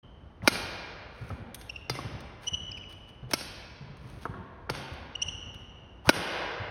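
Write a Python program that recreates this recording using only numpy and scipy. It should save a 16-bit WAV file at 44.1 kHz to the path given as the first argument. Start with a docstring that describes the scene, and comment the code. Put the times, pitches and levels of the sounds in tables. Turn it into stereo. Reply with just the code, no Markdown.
"""A badminton rally in a large sports hall. Ventilation rumbles and feet thump on the sprung wooden floor. At
0.5 s comes a close overhead clear: a rustle, a swish, a pop of cork on strings and a short ring, then over two
seconds of reverberation. Dull knocks, squeaks and scuffs fall between the strokes. The feeder's return, from
behind the microphone, catches the frame at 1.9 s; a second clear follows at 3.3 s, its return at 4.7 s. The
last clear, at 6.1 s, is the hardest and drives the limiter."""
import sys
import numpy as np
from scipy import signal
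from scipy.fft import rfft, irfft, next_fast_len
from scipy.io import wavfile
from scipy.ndimage import uniform_filter1d, minimum_filter1d

SR = 44100
rng = np.random.default_rng(int(sys.argv[2]) if len(sys.argv) > 2 else 0)


def store_pcm(level_fs):
    """Save levels as 16-bit WAV."""
    pcm = np.round(np.clip(level_fs, -1, 1) * 32767).astype(np.int16)
    wavfile.write(sys.argv[1], SR, np.atleast_2d(pcm).T)


N = 295470
LEAD = SR   # one second before t = 0 in which the hall is already sounding


def from_db(db):
    """Amplitude ratio of a level."""
    return 10 ** (np.asarray(db) / 20)


def rms_one(x):
    """Normalisation to unit rms."""
    return x / np.sqrt(np.mean(x ** 2) + 1e-20)


def seconds(length):
    """Time axis of a short sound."""
    return np.arange(int(length * SR)) / SR


def add(track, s, sound):
    """Superposition: a sound joins the track at time s."""
    at = LEAD + int(round(s * SR))
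    part = sound[:max(len(track) - at, 0)]
    track[at:at + len(part)] += part


def butter(x, hz, kind, order=2):
    """Causal Butterworth filter."""
    return signal.sosfilt(signal.butter(order, np.clip(hz, 10, .45 * SR), kind, fs=SR, output="sos"), x)


def log_hz(size):
    """Log frequency of each spectral bin."""
    return np.log(np.fft.rfftfreq(size, 1 / SR) + 1)


def noise(spectrum, size):
    """Noise of a given spectral shape, rms 1."""
    hz, db = np.transpose(spectrum)
    gain = from_db(np.interp(log_hz(size), np.log(hz), db))
    return rms_one(irfft(rfft(rng.standard_normal(size)) * gain, size))


def band_noise(t, edges_hz, order=2):
    """A burst of band-limited noise, rms 1."""
    return rms_one(butter(rng.standard_normal(len(t)), edges_hz, "band", order))


def steady_noise(t, hz, kind, order=2):
    """A stretch of stationary filtered noise, long-term rms 1."""
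    return rms_one(butter(rng.standard_normal(SR), hz, kind, order))[-len(t):]


def decay(t, t60):
    """Exponential damping by 60 dB in t60 seconds."""
    return from_db(-60 * t / t60)


def arch(t):
    """Half-sine envelope over the whole of t."""
    return np.sin(np.pi * np.arange(len(t)) / len(t))


def pop(t, low_hz, top_hz):
    """A soft contact acts as a band-limited impulse."""
    impulse = 1. * (t == 0) + 1e-18
    return butter(butter(impulse, top_hz, "low"), low_hz, "high")


def at_force(force_db, base, slope):
    """Linear law of a stroke: base value at 0 dB, plus slope per dB of force."""
    return base + slope * force_db


def pair(mid, side, correlation):
    """Partial coherence: left and right mixed from two independent signals."""
    c = np.clip(correlation, -1, 1)
    return (np.sqrt(1 + c) * mid + np.sqrt(1 - c) * side * [[1], [-1]]) / np.sqrt(2)


# sole squeaks: t/s, duration/s, start f/Hz, end f/Hz, level/dB, overtone level/dB, echo level/dB
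SOLE_SQUEAKS = [(-0.55, .03, 3047, 3116, -30, -11, -6.5), (1.693, .013, 2710, 2810, -29.5, -8.5, -2),
                (1.942, 0.044, 2050, 2106, -40, -20, -6.5), (2.466, 0.028, 2910, 2999, -26.5, -4, 3),
                (2.714, .008, 2720, 2480, -42.5, 7.5, -9), (2.766, .018, 2790, 2585, -41.5, -13.5, -3),
                (5.15, 0.012, 2780, 2955, -29, -16, -20), (5.215, .019, 2680, 3140, -23.5, -1.5, -4)]


def squeaks(third_db=-17, friction_db=-23, echo_s=.063, echo_top_hz=4300):
    """Stick-slip oscillation: rubber grips unevenly, and a wall reflects each chirp duller."""
    out = np.zeros(LEAD + N)
    for s, length, start_hz, end_hz, db, overtone_db, echo_db in SOLE_SQUEAKS:
        t = seconds(length)
        waver = .026 * steady_noise(t, [70, 200], "band")
        phase = 2 * np.pi * np.cumsum(np.linspace(start_hz, end_hz, len(t)) * (1 + waver)) / SR
        overtones = np.sin(2 * phase) + from_db(third_db) * np.sin(3 * phase)
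        grip = 1 + .3 * steady_noise(t, 200, "low", order=4)
        friction = from_db(friction_db) * steady_noise(t, [2600, 5500], "band")
        tone = np.sin(phase) + from_db(overtone_db) * (overtones + friction)
        chirp = from_db(db) * arch(t) * grip * tone
        add(out, s, chirp)
        add(out, s + echo_s, from_db(echo_db) * butter(chirp, echo_top_hz, "low", order=3))
    return out


# reverberation by band: f/Hz, level/dB, t60/s, left-right correlation
HALL_BANDS = [(60, -15.5, 1.1, 1), (130, -19.5, 0.63, 0.97), (264, -4.5, 1, 0.96), (550, -2.5, 3.2, 0.24),
              (1100, -1.5, 2.54, 0.068), (2200, -4, 2.84, 0.75), (3200, 2.5, 1.72, 0.17),
              (5080, -7.5, 1.28, 0.66), (9200, -1.5, 0.53, 0), (16000, -25.5, 0.86, 0.13)]


def hall(x, first_s=.0021, early_s=.027, early_db=-7, blend_s=.021, lumpiness=.4, lumpy_s=.36):
    """Reverberation: separate reflections merge into a diffuse tail; air absorption shortens the treble."""
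    t = seconds(3)
    spread = lumpiness * np.exp(-t / lumpy_s)
    white = rng.standard_normal((2, len(t)))
    reflections = rfft(white * np.exp(spread * rng.standard_normal(len(t)) - spread ** 2))
    centres = np.log([hz for hz, *_ in HALL_BANDS])
    response = 0
    for share, (hz, db, t60, correlation) in zip(np.eye(len(HALL_BANDS)), HALL_BANDS):
        mid, side = irfft(reflections * np.interp(log_hz(len(t)), centres, share), len(t))
        unit_energy_decay = decay(t, t60) * np.sqrt(np.log(1e6) / (t60 * SR))
        response += from_db(db) * pair(mid, side, correlation) * unit_energy_decay
    early, late_s = from_db(early_db), first_s + early_s
    build_up = np.interp(t, [0, first_s, late_s, late_s + blend_s], [0, early, early, 1])
    return signal.fftconvolve(x[None], response * build_up, axes=1)[:, :len(x)]


# ventilation spectrum: f/Hz, spectral level/dB
VENTILATION_SPECTRUM = [(20, -24.5), (50, 2), (110, -4.5), (200, -12), (500, -18.5), (1000, -22),
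                        (2000, -32.5), (4000, -44), (9000, -58.5), (16000, -75.5)]


def ventilation(db=-51):
    """Stationary low-frequency noise, almost coherent between left and right."""
    mid, side = noise(VENTILATION_SPECTRUM, N), noise(VENTILATION_SPECTRUM, N)
    return from_db(db) * pair(mid, side, correlation=.99)


# low thumps of footfalls and of the two returns: t/s, level/dB, main mode f/Hz
LOW_THUMPS = [(0.423, -23, 106), (0.628, -30.5, 87), (1.206, -25, 112.6), (1.305, -24, 105),
              (1.897, -26, 125), (2.043, -23, 109), (2.516, -29, 85), (2.685, -31.5, 97),
              (3.223, -29.5, 127), (3.806, -29, 141), (4.036, -29.5, 126.4), (4.285, -26.5, 103),
              (4.70, -28, 133), (4.91, -29, 77.3), (5.25, -28, 88), (5.459, -30, 100), (6.071, -17, 105),
              (6.594, -25, 104)]


def thumps(rise_s=.01, t60=.14, low_mode_db=-10, rumble_db=-9, pat_db=-21):
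    """Impact excitation: footfalls and the two returns boom in two modes, with a rumble and a soft pat."""
    out, t = np.zeros(LEAD + N), seconds(.3)
    softer_repeats = [(s + .088, db - 8, hz) for s, db, hz in LOW_THUMPS]
    light_steps = [(.25 * (k + .5 * late), -41 + 3 * loud, 97 * (1 + .17 * high))
                   for k, (late, loud, high) in enumerate(rng.uniform(-1, 1, size=(40, 3)))]
    for s, db, hz in LOW_THUMPS + softer_repeats + light_steps:
        boom = np.sin(2 * np.pi * hz * t) + from_db(low_mode_db) * np.sin(2 * np.pi * .62 * hz * t)
        rumble = from_db(rumble_db) * band_noise(t, [95, 192.6])
        pat = from_db(pat_db) * band_noise(t, [200, 1300])
        envelope = np.minimum(t / rise_s, 1) * decay(t, t60)
        add(out, s, from_db(db) * (boom + rumble + pat) * envelope)
    return out


# spectrum of rubs and ticks: f/Hz, spectral level/dB
CONTACT_SPECTRUM = [(200, -2.5), (1000, 7.5), (3000, 4.5), (5500, -1), (10000, -4.5), (16000, -7)]


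def rub(length, grain_db=3):
    """Sliding friction: a swell of noise, made grainy by random amplitude modulation."""
    t = seconds(length)
    grain = from_db(grain_db * steady_noise(t, 150, "low"))
    return arch(t) ** 2 * grain * noise(CONTACT_SPECTRUM, SR)[:len(t)]


def shirt(near_loss_db=3, ahead_s=.056, recovery_s=.6, recovery_db=-60.5):
    """Cloth friction: the near player's shirt rustles in each swing and in the recovery after it."""
    out = np.zeros(LEAD + N)
    for s, force_db, _, loss_db, *_ in RACKET_STROKES:
        if loss_db < near_loss_db:
            add(out, s - ahead_s, from_db(at_force(force_db, -50, .31)) * rub(length=.12))
            add(out, s + recovery_s, from_db(recovery_db) * rub(length=.38))
    return out


# dull knocks, and a brief contact just before the return at 4.7 s:
# t/s, level/dB, ring f/Hz, left minus right level/dB
DULL_KNOCKS = [(0.4195, -39, 2010, -5), (1.3021, -28, 1285, 3), (1.9873, -24.5, 1100, -2),
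               (4.2527, -19.5, 1306, 9.5), (4.338, -33, 1340, 1), (4.692, -24.5, 1447, 11)]


def knocks(pop_db=15, thump_db=6, thump_hz=250, ring_db=-3, rattle_db=-12):
    """Damped impacts with a rattle and a short ring. Returns (stereo direct, ringless feed to the hall)."""
    out, to_hall, t = np.zeros((2, LEAD + N)), np.zeros(LEAD + N), seconds(.12)
    for s, db, hz, pan_db in DULL_KNOCKS:
        mode = from_db(ring_db) * np.sin(2 * np.pi * hz * t) * decay(t, t60=.024)
        ring = butter(mode, 1.4 * hz, "low", order=4)
        rattle = from_db(rattle_db) * band_noise(t, [150, 1.05 * hz], order=4) * decay(t, t60=.071)
        contact = from_db(pop_db) * butter(pop(t, low_hz=169, top_hz=hz), .95 * hz, "low", order=4)
        thump = from_db(thump_db) * butter(contact, thump_hz, "low", order=1)
        body = contact + thump + rattle
        add(to_hall, s, from_db(db) * body)
        for track, side in zip(out, (.5, -.5)):
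            add(track, s, from_db(db + side * pan_db) * (body + ring))
    return out, to_hall


TREBLE_LOSS = 2.26   # dB lost by whistle, crack and string ring per dB of distance loss


def swings(swing_s=.048, start_ratio=.48, width_hz=170):
    """Vortex shedding: the shaft whistles higher and louder as the racket speeds up."""
    out, t = np.zeros(LEAD + N), seconds(swing_s)
    envelope = np.sqrt(arch(t) * 2 * t / swing_s)
    for s, force_db, _, loss_db, *_ in RACKET_STROKES:
        end_hz = at_force(force_db, 617.5, 33.1)
        db = at_force(force_db, -48, .35) - TREBLE_LOSS * loss_db
        phase = 2 * np.pi * np.cumsum(np.geomspace(start_ratio * end_hz, end_hz, len(t))) / SR
        eddies = rms_one(steady_noise(t, width_hz, "low") * np.sin(phase))
        add(out, s - swing_s, from_db(db) * eddies * envelope)
    return out


# strokes: t/s, force level/dB, string f/Hz, distance loss/dB, floor delay/s, wall delay/s
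RACKET_STROKES = [(0.4753, 16, 1395, 0, 0.0034, 0.08), (1.8965, 6, 1355, 6.5, .0024, 0.056),
                  (3.3342, 4.5, 1393, 0.5, 0.0032, 0.075), (4.6980, 10, 1403, 8, .0022, .052),
                  (6.091, 27, 1453, -0.5, .0033, 0.072)]
# string bed modes, mains and crosses beating in a close pair: ratio to string f, level/dB, t60/s
STRING_MODES = [(0.999, -11.5, .038), (.96, -16, .11), (1.53, -8.5, .04), (2.08, -28.5, .035),
                (2.701, -15, .03), (3.15, -20, .03), (3.58, -26, .04)]
# crack of the feathers: f/Hz, spectral level/dB
CRACK_SPECTRUM = [(200, -18.5), (1000, -8), (2400, 5.5), (3200, -4), (5200, 10.5), (7000, -4), (10500, 0),
                  (16000, -5)]


def strokes(floor_db=-2.5, thump_hz=400, echo_top_hz=5500):
    """Impulse response of strings hit by cork, with floor and wall echoes. Returns (direct, hall feed)."""
    direct, to_hall, t = np.zeros(LEAD + N), np.zeros(LEAD + N), seconds(.2)
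    for s, force_db, string_hz, loss_db, floor_s, wall_s in RACKET_STROKES:
        low_hz, top_hz = at_force(force_db, 184, -.12), at_force(force_db, 2680, -28.5)
        cork = from_db(force_db - loss_db) * butter(pop(t, low_hz, top_hz), .76 * low_hz, "high")
        thump = from_db(at_force(force_db, 11, -.21)) * butter(cork, thump_hz, "low", order=1)
        ring_db = at_force(force_db, -22, .8654) - TREBLE_LOSS * loss_db
        modes = [from_db(ring_db + db) * np.cos(2 * np.pi * string_hz * ratio * t) * decay(t, t60)
                 for ratio, db, t60 in STRING_MODES]
        crack_db = at_force(force_db, -16, .37) - TREBLE_LOSS * loss_db
        crack_noise = from_db(crack_db) * noise(CRACK_SPECTRUM, len(t))
        hit = cork + thump + sum(modes) + crack_noise * decay(t, t60=.03)
        # distance weakens the direct pop, while its wall echo and reverberation keep their strength
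        echo_db = at_force(force_db, -14.5, -.307) + loss_db
        hall_db = at_force(force_db, .38, -.0646) + loss_db
        add(direct, s, hit)
        add(direct, s + floor_s, from_db(floor_db) * hit)
        add(direct, s + wall_s, from_db(echo_db) * butter(hit, echo_top_hz, "low"))
        # a longer burst of the crack's noise feeds the hall, giving a smooth, bright reverberation
        long_burst = from_db(-8) * crack_noise * decay(t, t60=.12)
        main_mode = from_db(-7) * modes[0]   # the only string mode that carries far
        add(to_hall, s, from_db(hall_db) * (cork + from_db(-5) * thump + main_mode + long_burst))
    return direct, to_hall


# ticks of soles and racket frame: t/s, level/dB, low cut f/Hz
CONTACT_TICKS = [(1.292, -48, 2000), (1.5452, -22, 11900), (1.613, -40, 2000), (2.205, -44.5, 2000),
                 (2.925, -44.5, 2024), (3.311, -29.5, 500), (3.969, -54, 2000), (5.5434, -47.5, 2000)]


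def ticks(t60=.038):
    """Brief contacts radiate bright, quickly damped bursts of noise."""
    out, t = np.zeros(LEAD + N), seconds(.032)
    for s, db, low_hz in CONTACT_TICKS:
        burst = butter(noise(CONTACT_SPECTRUM, len(t)), low_hz, "high", order=1)
        add(out, s, from_db(db) * burst * decay(t, t60))
    return out


# racket frame modes: f/Hz, level/dB, t60/s
FRAME_MODES = [(3540, -4.5, .11), (4150, -2.5, 0.088), (4720, 4.5, 0.07), (5270, -8, 0.095)]


def frame(hit_s=1.897, hit_db=-32.5):
    """Free vibration: an off-centre stroke sets the racket frame ringing briefly."""
    out, t = np.zeros(LEAD + N), seconds(.2)
    for hz, db, t60 in FRAME_MODES:
        add(out, hit_s, from_db(hit_db + db) * np.sin(2 * np.pi * hz * t) * decay(t, t60))
    return out


# sliding soles: t/s, duration/s, level/dB
SOLE_SCUFFS = [(2.397, 0.1, -51.5), (2.764, 0.03, -57.5), (2.882, 0.043, -53.5), (3.062, .058, -61),
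               (4.191, 0.093, -53), (4.93, .02, -54)]


def scuffs():
    """Friction noise of soles sliding on the boards."""
    out = np.zeros(LEAD + N)
    for s, length, db in SOLE_SCUFFS:
        add(out, s, from_db(db) * rub(length))
    return out


def scene():
    """Superposition of the direct field, the reverberant field and the ventilation."""
    squeak, thump = squeaks(), thumps()
    knock, knocks_to_hall = knocks()
    swish = swings()
    hits, hits_to_hall = strokes()
    rubs_and_ticks = shirt() + ticks() + scuffs()
    direct = squeak + thump + swish + hits + frame() + rubs_and_ticks
    to_hall = (from_db(-4) * squeak + from_db(10.5) * thump + from_db(5) * knocks_to_hall
               + from_db(-3.5) * swish + hits_to_hall + from_db(-1.5) * rubs_and_ticks)
    # the left microphone port is slightly weaker, the right one a sample later
    ports = np.array([from_db(-.8) * direct, np.roll(direct, 1)]) + knock
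    rally = (ports + hall(to_hall))[:, LEAD:]
    return butter(rally + ventilation(), 36, "high")


# dips in the microphone's response: f/Hz, width/Hz, level/dB
RESPONSE_DIPS = [(7405, 700, -19.5), (13300, 790, -19.5)]


def microphone(x, allpass_hz=1200, stages=11):
    """Minimum-phase dips colour the treble; allpass dispersion delays the lows by about 3 ms."""
    size = next_fast_len(N + SR)
    hz = np.fft.rfftfreq(size, 1 / SR)
    dips_db = sum(db * np.exp(-np.abs((hz - centre) / width) ** np.pi)
                  for centre, width, db in RESPONSE_DIPS)
    cepstrum = irfft(np.log(from_db(dips_db)), size)
    minimum_phase = np.exp(rfft(cepstrum * (1 + np.sign(np.fft.fftfreq(size)))))
    dispersion = np.exp(-2j * stages * np.arctan(hz / allpass_hz))
    return irfft(rfft(x, size) * minimum_phase * dispersion, size)[:, :N]


def limiter(x, ceiling_db=-2, release_db_per_s=27):
    """Peak limiting: the gain drops at once for a peak above the ceiling and creeps back."""
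    over_db = np.maximum(20 * np.log10(np.abs(x).max(axis=0) + 1e-9) - ceiling_db, 0)
    release_db = release_db_per_s * np.arange(N) / SR
    cut_db = np.maximum.accumulate(over_db + release_db) - release_db
    return x * from_db(uniform_filter1d(minimum_filter1d(-cut_db, size=65), size=65))


def record(dry):
    """Signal chain: microphone, limiter, a quick fade-in from silence and a steep low-pass."""
    silent_s, fade_s, stopband_hz = .028, .008, 16900
    fade_in = np.clip((np.arange(N) / SR - silent_s) / fade_s, 0, 1)
    low_pass = signal.cheby2(14, 60, stopband_hz, fs=SR, output="sos")
    return signal.sosfilt(low_pass, limiter(microphone(dry)) * fade_in)


dry = scene()
out = record(dry)
store_pcm(out)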